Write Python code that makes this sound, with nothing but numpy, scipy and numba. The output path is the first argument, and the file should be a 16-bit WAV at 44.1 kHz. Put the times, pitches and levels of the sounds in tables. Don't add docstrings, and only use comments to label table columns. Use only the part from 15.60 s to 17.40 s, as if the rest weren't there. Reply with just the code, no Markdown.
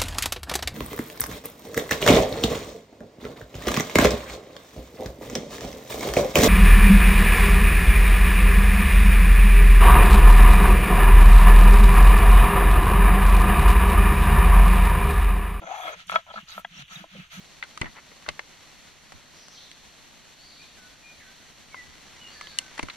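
import sys
import numpy as np
from scipy import signal
from scipy.fft import rfft, irfft
from scipy.io import wavfile
from scipy.ndimage import uniform_filter1d
from numba import njit

SR = 44100
rng = np.random.default_rng(int(sys.argv[2]) if len(sys.argv) > 2 else 0)


def amplitude_ratio(level_db):
    exponent = np.asarray(level_db, float) / 20
    return 10 ** exponent


def master_out(mix):
    frames = np.transpose(np.atleast_2d(mix))
    ceiling = np.clip(frames, -1, 1)
    pcm = np.round(ceiling * 32767).astype(np.int16)
    wavfile.write(sys.argv[1], SR, pcm)


N = 79380

# pitch in Hz, level in dB, time to fade by 60 dB in seconds,
# left minus right in dB, delay of the right in ms.
STONE_MODES = [(685, -11, .03, 0, .15), (800, -18, .025, 6, .1), (1000, -12, .024, -1, .15),
               (1322, -6, .036, 1, .15), (1515, -4, .025, -1, .3), (1670, -6, .022, 3, .3),
               (2000, -8, .018, -2, .25), (2240, -10, .018, 0, .1), (2440, -10, .018, 0, .05),
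               (2750, -13, .018, 2, .2), (3335, -9, .03, -3, .05), (3680, -18, .018, 0, .1),
               (6200, -28, .012, -6, .1)]
# time in seconds, level in dB, contact time in ms,
# extra dB for the lowest modes, extra dB for the main ring.
KNOCKS = [(.0235, -42, 1.3, 19.5, 10), (.073, -50, .5, -15, 18), (0.4968, -24, 0.17, -15, 5.5),
          (0.518, -28.5, 0.17, -22, 8), (.528, -52, 0.34, -11, -6), (0.5581, -10, 0.37, -5, -2),
          (.5612, -16.5, 0.2, 2, 9.5), (.5645, -34.5, 0.24, -10, 3), (.709, -23, 2, -5, -15),
          (.742, -47, 0.12, 17.5, -12), (.762, -39, 0.22, 6.5, 10), (0.782, -39, 0.74, -2, 11.5),
          (.979, -37, 0.52, 16.5, 18.5), (0.993, -47.5, 1.8, 27, -7), (1.441, -39.5, 1.13, 18.5, 8)]
# start in seconds, length in seconds, level in dB,
# extra dB for the lowest modes, extra dB for the main ring.
DRAGS = [(0.016, 0.028, -51, 14.5, 8.5), (0.052, 0.3, -47.5, -12, 0), (0.269, 0.029, -47, -4, 1),
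         (0.522, 0.0317, -47.5, 14.5, 18), (0.558, 0.037, -58.5, 16.5, -18), (0.665, 0.035, -58, 14, 8),
         (0.701, .02, -58, 12, 11), (0.736, 0.0067, -51, 11, -4), (0.756, 0.034, -53.5, -12, 14),
         (0.873, 0.15, -78, -17, 24), (1.305, 0.02, -71, -23, 23), (1.717, 0.045, -66.5, 8.5, 5.5)]
# start, fastest moment and end in seconds, grit in dB, fine crunch in dB.
STROKES = [(-.02, 0.031, 0.032, -57, -74), (0.024, 0.264, 0.38, -46, -57),
           (0.353, 0.403, 0.447, -48.5, -92), (0.475, 0.517, 0.64, -43.5, -56.5),
           (0.646, 0.812, 0.82, -50.5, -70), (0.863, 0.92, 1.014, -46.5, -57),
           (0.905, 0.99, 1.03, -50, -55), (1.072, 1.226, 1.23, -48.5, -72), (1.273, 1.342, 1.48, -45, -59),
           (1.459, 1.597, 1.69, -49.5, -70), (1.696, 1.746, 1.88, -45, -55.5)]
# frequency in Hz, level in dB.
GRIT_COLOUR = [(240, -29), (400, -24), (605, -11), (726, -1.5), (987, -32), (1320, 0), (3970, 0.5),
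               (5070, -4.5), (15500, -33.5)]
# frequency in Hz, level in dB.
CRUNCH_COLOUR = [(2940, -6.5), (5000, -32), (6220, -9), (8130, 0), (8400, -7), (11300, 1.5), (15600, -4)]
# time in seconds, level in dB, centre in Hz.
HOLLOW = [
    (0.066, -39, 686),
    (0.139, -34, 800),
    (.21, -40, 768),
    (0.288, -38, 655),
    (.355, -48.5, 508),
]
# time in seconds, extra dB.
SLIPS = [(0.078, 4.5), (.103, 3.5), (.118, 9.5), (.134, -3), (.145, 5), (.156, -1.5), (.169, -2.5),
         (.186, 2), (.203, 9), (.245, 2.5), (0.256, 10), (.283, 7.5), (.291, 0.5)]
# time in seconds, level in dB, pitch in Hz.
SNAPS = [
    (0.921, -34.5, 3850),
    (1.171, -40.5, 5520),
    (1.33, -46, 5570),
    (1.36, -31, 3690),
]
# start in seconds, length in seconds, level in dB,
# centre in Hz, width in Hz.
CATCHES = [(0.013, 0.044, -50, 642, 295), (0.035, 0.23, -60, 6410, 900), (0.095, 0.074, -57, 2520, 400),
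           (0.215, 0.076, -47, 3370, 250), (0.316, 0.026, -55.5, 6500, 500),
           (0.469, 0.0067, -55, 6800, 6000), (0.478, 0.0067, -49.5, 4300, 2500),
           (.49, .012, -53.5, 7800, 8000), (.509, .005, -49, 10100, 9000), (0.52, .012, -52, 6300, 1820),
           (0.525, 0.012, -42, 2470, 500), (.535, 0.024, -62.5, 10800, 1490),
           (0.55, 0.0071, -45, 5100, 2540), (0.698, 0.019, -53, 3200, 350), (.732, 0.049, -54, 4230, 895),
           (0.773, 0.021, -45.5, 1665, 80), (0.787, 0.051, -59.5, 2870, 600),
           (0.882, 0.057, -48, 4440, 1170), (0.887, 0.028, -55.5, 5700, 1490),
           (1.125, 0.14, -56.5, 3000, 910), (1.137, 0.082, -62, 5870, 710), (1.278, 0.014, -55, 2850, 1500),
           (1.301, 0.055, -57, 6300, 1190), (1.542, 0.026, -53.5, 562, 200), (1.554, 0.091, -56, 2700, 900),
           (1.715, .08, -58.5, 5970, 1500)]
# pitch in Hz, level in dB, time to fade by 60 dB in seconds.
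RIM_MODES = [(683.4, 3, 0.037), (975, 0, 0.02), (1329, -3, 0.032), (1616, 0.5, 0.018), (1990, 3, 0.024),
             (2860, -2.5, 0.016), (3365, -2, 0.02)]
# time in seconds, level in dB.
RIM_BOUNCES = [
    (1.0462, -46),
    (1.0474, -36),
    (1.0486, -35),
    (1.051, -42),
]
# time in seconds, level in dB, pitch in Hz, length in seconds.
ROCKS = [(.015, -45.5, 191, 0.056), (.36, -49.5, 175, 0.063), (.52, -41.5, 180.6, 0.056),
         (.76, -42.5, 209, 0.04), (.83, -42, 165, 0.0076), (.96, -42, 191, 0.04), (1.11, -46.5, 169, 0.076),
         (1.155, -43, 176, 0.045), (1.185, -41.5, 139, 0.054), (1.31, -46.5, 193, 0.022),
         (1.362, -37.5, 164.5, 0.016), (1.408, -35.5, 171.3, 0.018), (1.52, -43.5, 182.7, 0.11),
         (1.555, -35.5, 182.3, 0.025), (1.578, -37.5, 159.6, 0.03), (1.73, -48, 151, 0.037),
         (1.77, -32, 191, 0.033), (.47, -47, 182, .025), (.5, -52, 61.4, 0.093), (.7, -50.5, 205, 0.021),
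         (1.045, -52, 184, 0.035)]
# time in seconds, level in dB, pitch in Hz, length in seconds.
WOBBLES = [(0.0116, -43, 327, 0.033), (0.244, -48, 321, 0.054), (1.391, -53.5, 313, 0.078),
           (.08, -53.5, 315, 0.036), (2.4, -51, 300, 0.035)]
# frequency in Hz, level in dB.
YARD_COLOUR = [(20, 3), (60, 2), (170, -5), (400, -21), (1300, -14), (3200, -9), (5000, -18), (6200, -17),
               (8500, -28), (15500, -32)]
# frequency in Hz, left in dB, right in dB.
PORTS = [(303, -3, 1), (800, 2.5, -1), (3000, 5, 5), (5080, -1, 0), (6460, -3, 9.5), (6870, 5, -0.5),
         (9290, 4.5, 5), (9800, -5, 7.5)]

RADIATES_HZ = 560
GRIT_LATE_MS = 0.32


def colour(x, points):
    hz, db = np.array(points, float).T
    f = np.maximum(np.arange(N // 2 + 1) * SR / N, 1)
    return irfft(rfft(x) * amplitude_ratio(np.interp(np.log(f), np.log(hz), db)), N)


def unit(x):
    return x / np.sqrt(np.mean(x ** 2))


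def ring(x, hz, t60):
    pole = np.exp(2j * np.pi * hz / SR - np.log(1000) / (t60 * SR))
    return signal.lfilter([1], [1, -pole], x).imag


@njit
def moving_band(x, hz, width):
    y, band, low = np.empty(len(x)), 0., 0.
    for i in range(len(x)):
        g, k = np.tan(np.pi * hz[i] / SR), width / hz[i]
        v = (band + g * (x[i] - low)) / (1 + g * (g + k))
        band, low, y[i] = 2 * v - band, low + 2 * g * v, k * v
    return y


def place(x, pan_db, late_ms):
    f = np.arange(N // 2 + 1) * SR / N
    late = np.exp(-2j * np.pi * f * late_ms / 1000)
    right = irfft(rfft(x) * late, N)
    return np.array([x * amplitude_ratio(pan_db / 2), right * amplitude_ratio(-pan_db / 2)])


def grains(rate, spread_db):
    chance, sign, size = rng.random((3, N))
    clicks = (chance < rate / SR) * np.sign(sign - .5)
    return unit(clicks * amplitude_ratio(-spread_db * np.log(size + .02)))


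def wide_grains(rate, spread_db, share):
    both = place(grains(rate, spread_db), 0, GRIT_LATE_MS)
    own = np.array([grains(rate, spread_db) for _ in range(2)])
    return np.sqrt(share) * both + np.sqrt(1 - share) * own


def walk(rate):
    k = int(SR / rate)
    return unit(uniform_filter1d(uniform_filter1d(rng.standard_normal(N), k), k))


def gate(t, start, length, edge):
    inside = np.minimum(t - start, start + length - t)
    return np.sin(np.pi / 2 * np.clip(inside / edge + .5, 0, 1)) ** 2


def tap(t, start, db):
    return amplitude_ratio(db) * np.maximum(1 - np.abs(t - start) * SR, 0)


def soften(x, contact_ms):
    a = np.exp(-2 * np.pi / (contact_ms * SR / 1000))
    return signal.lfilter([(1 - a) ** 2], [1, -2 * a, a * a], x)


def stone(t, grit):
    pushes = [(soften(tap(t, s, db), ms), low, main) for s, db, ms, low, main in KNOCKS]
    slip = soften(grains(1100, 2) * amplitude_ratio(2.2 * walk(70) - 14), .3)
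    for s, length, db, low, main in DRAGS:
        pushes.append((amplitude_ratio(db) * gate(t, s, length, 0.004) * slip, low, main))
    pushes.append((grit * amplitude_ratio(-26), -10, 0))
    force, low_db, main_db = (np.array(c) for c in zip(*pushes))
    low, main, rest = amplitude_ratio(low_db) @ force, amplitude_ratio(main_db) @ force, force.sum(0)
    out = 0
    for k, (hz, db, t60, pan_db, late_ms) in enumerate(STONE_MODES):
        if hz < 1100:
            drive = low
        else:
            drive = main if k == 3 else rest
        out = out + place(ring(amplitude_ratio(db) * drive, hz, t60), pan_db, late_ms)
    return signal.sosfilt(signal.butter(4, [RADIATES_HZ, 6000], "band", fs=SR, output="sos"), out)


def scrape(speed, crunch):
    out = 0
    for points, level in ((GRIT_COLOUR, speed), (CRUNCH_COLOUR, crunch)):
        hiss = unit(colour(wide_grains(4100, 3.5, share=0.25), points))
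        out = out + hiss * level * amplitude_ratio(2.2 * walk(24))
    return out * amplitude_ratio(-2.3)


def hollow(t):
    s, db, hz = np.array(HOLLOW, float).T
    centre = np.interp(t, s, hz)
    tone = unit(moving_band(moving_band(grains(1500, 0.49), centre, 120.), centre, 240.))
    tone = unit(tone / np.sqrt(uniform_filter1d(tone ** 2, size=300) + .1))
    slips_db = -3 + sum(extra * np.exp(-((t - at) / 0.0049) ** 2) for at, extra in SLIPS)
    judder_db = 1 * walk(120)
    level = amplitude_ratio(np.interp(t, s, db) + slips_db + judder_db - 2.0)
    return place(tone * level * gate(t, s[0], s[-1] - s[0], 0.075), 7, 0.094)


def snaps(t):
    out = 0
    for s, db, hz in SNAPS:
        swell = np.exp(-((t - s - .002) / 0.0049) ** 2)
        out = out + amplitude_ratio(db - 6.5) * swell * np.sin(2 * np.pi * hz * t)
    return place(out * amplitude_ratio(3.5 * walk(600)), -2.5, .2)


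def catches(t):
    grit = wide_grains(2200, 4, share=.4)
    out = np.zeros((2, N))
    for s, length, db, hz, width in CATCHES:
        span = slice(max(int((s - length / 2) * SR), 0), int((s + 2 * length + .02) * SR))
        edges = [max(hz - width / 2, 50), min(hz + width / 2, 20000)]
        band = signal.butter(2, edges, "band", fs=SR, output="sos")
        burst = grit[:, span] * gate(t[span], s, length, .4 * length)
        out[:, span] += amplitude_ratio(db) * np.sqrt(SR / 2 / width) * signal.sosfilt(band, burst)
    return out


def rim(t):
    force = soften(sum(tap(t, s, db) for s, db in RIM_BOUNCES), .11)
    force = signal.sosfilt(signal.butter(2, RADIATES_HZ, "high", fs=SR, output="sos"), force)
    out = 0
    for k, (hz, db, t60) in enumerate(RIM_MODES):
        out = out + (-1) ** k * ring(amplitude_ratio(db) * force, hz, t60)
    return place(out, 1.5, .04)


def rocks(t):
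    centre = 175 + 0 * t
    wobble = unit(moving_band(moving_band(rng.standard_normal(N), centre, 100.), centre, 57.))
    out = 0
    for s, db, hz, length in ROCKS + WOBBLES:
        body = np.sin(2 * np.pi * hz * (t - s)) + 0.36 * wobble
        out = out + amplitude_ratio(db - 5.5) * gate(t, s, length, 0.022) * body
    return place(out, 2, 0.29)


def echo(near, t):
    tail_t = t[:8000]
    tail = rng.standard_normal((2, 8000)) * amplitude_ratio(-60 * tail_t / .1) * (tail_t > .004)
    return signal.fftconvolve(near, unit(tail) * amplitude_ratio(-17) / np.sqrt(8000), axes=1)[:, :N]


def yard():
    mid = colour(rng.standard_normal(N), YARD_COLOUR)
    side = colour(rng.standard_normal(N), YARD_COLOUR)
    side = colour(side, [(25, -29), (120, -20), (1500, -9.5)])
    return unit(mid + side * np.array([[1], [-1]])) * amplitude_ratio(-60 + 0.5 * walk(6.2))


def scene():
    t = np.arange(N) / SR
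    strokes = np.array(STROKES)
    start, fastest, end = strokes[:, :3].T[:, :, None]
    rise_fall = np.minimum((t - start) / (fastest - start), (end - t) / (end - fastest))
    shape = np.sin(np.pi / 2 * np.clip(rise_fall, 0, 1)) ** 1.25
    speed = np.sqrt(amplitude_ratio(strokes[:, 3]) ** 2 @ shape ** 2)
    crunch = np.sqrt(amplitude_ratio(strokes[:, 4]) ** 2 @ shape ** 4)
    near = stone(t, speed * grains(2700, 0.91)) + scrape(speed, crunch) + hollow(t) + snaps(t)
    notch = signal.iirnotch(5050, 5050 / 200, SR)
    mix = signal.lfilter(*notch, near + echo(near, t) + rocks(t) + yard())
    return mix + catches(t) + rim(t)


def roll_off(x):
    return signal.sosfilt(signal.butter(12, 15800, fs=SR, output="sos"), x)


def record(dry):
    ports = np.array(PORTS, float)
    wet = np.array([colour(dry[c], ports[:, [0, c + 1]]) for c in range(2)])
    f, _, z = signal.stft(wet, SR, nperseg=2048, noverlap=1024)
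    power = np.abs(z.sum(0)) ** 2
    patch = uniform_filter1d(uniform_filter1d(power, size=9, axis=0), size=2, axis=1)
    around = uniform_filter1d(patch, size=50, axis=0)
    gate_db = -0.2 - 2.6 * (f < 7600)
    keep = (patch > around * amplitude_ratio(gate_db)[:, None] ** 2) | (f < 4000)[:, None]
    below_top = (f < 15500)[:, None]
    wet = signal.istft(z * keep * below_top, SR, nperseg=2048)[1][:, :N]
    return roll_off(wet)


dry = scene()
out = record(dry)
master_out(out)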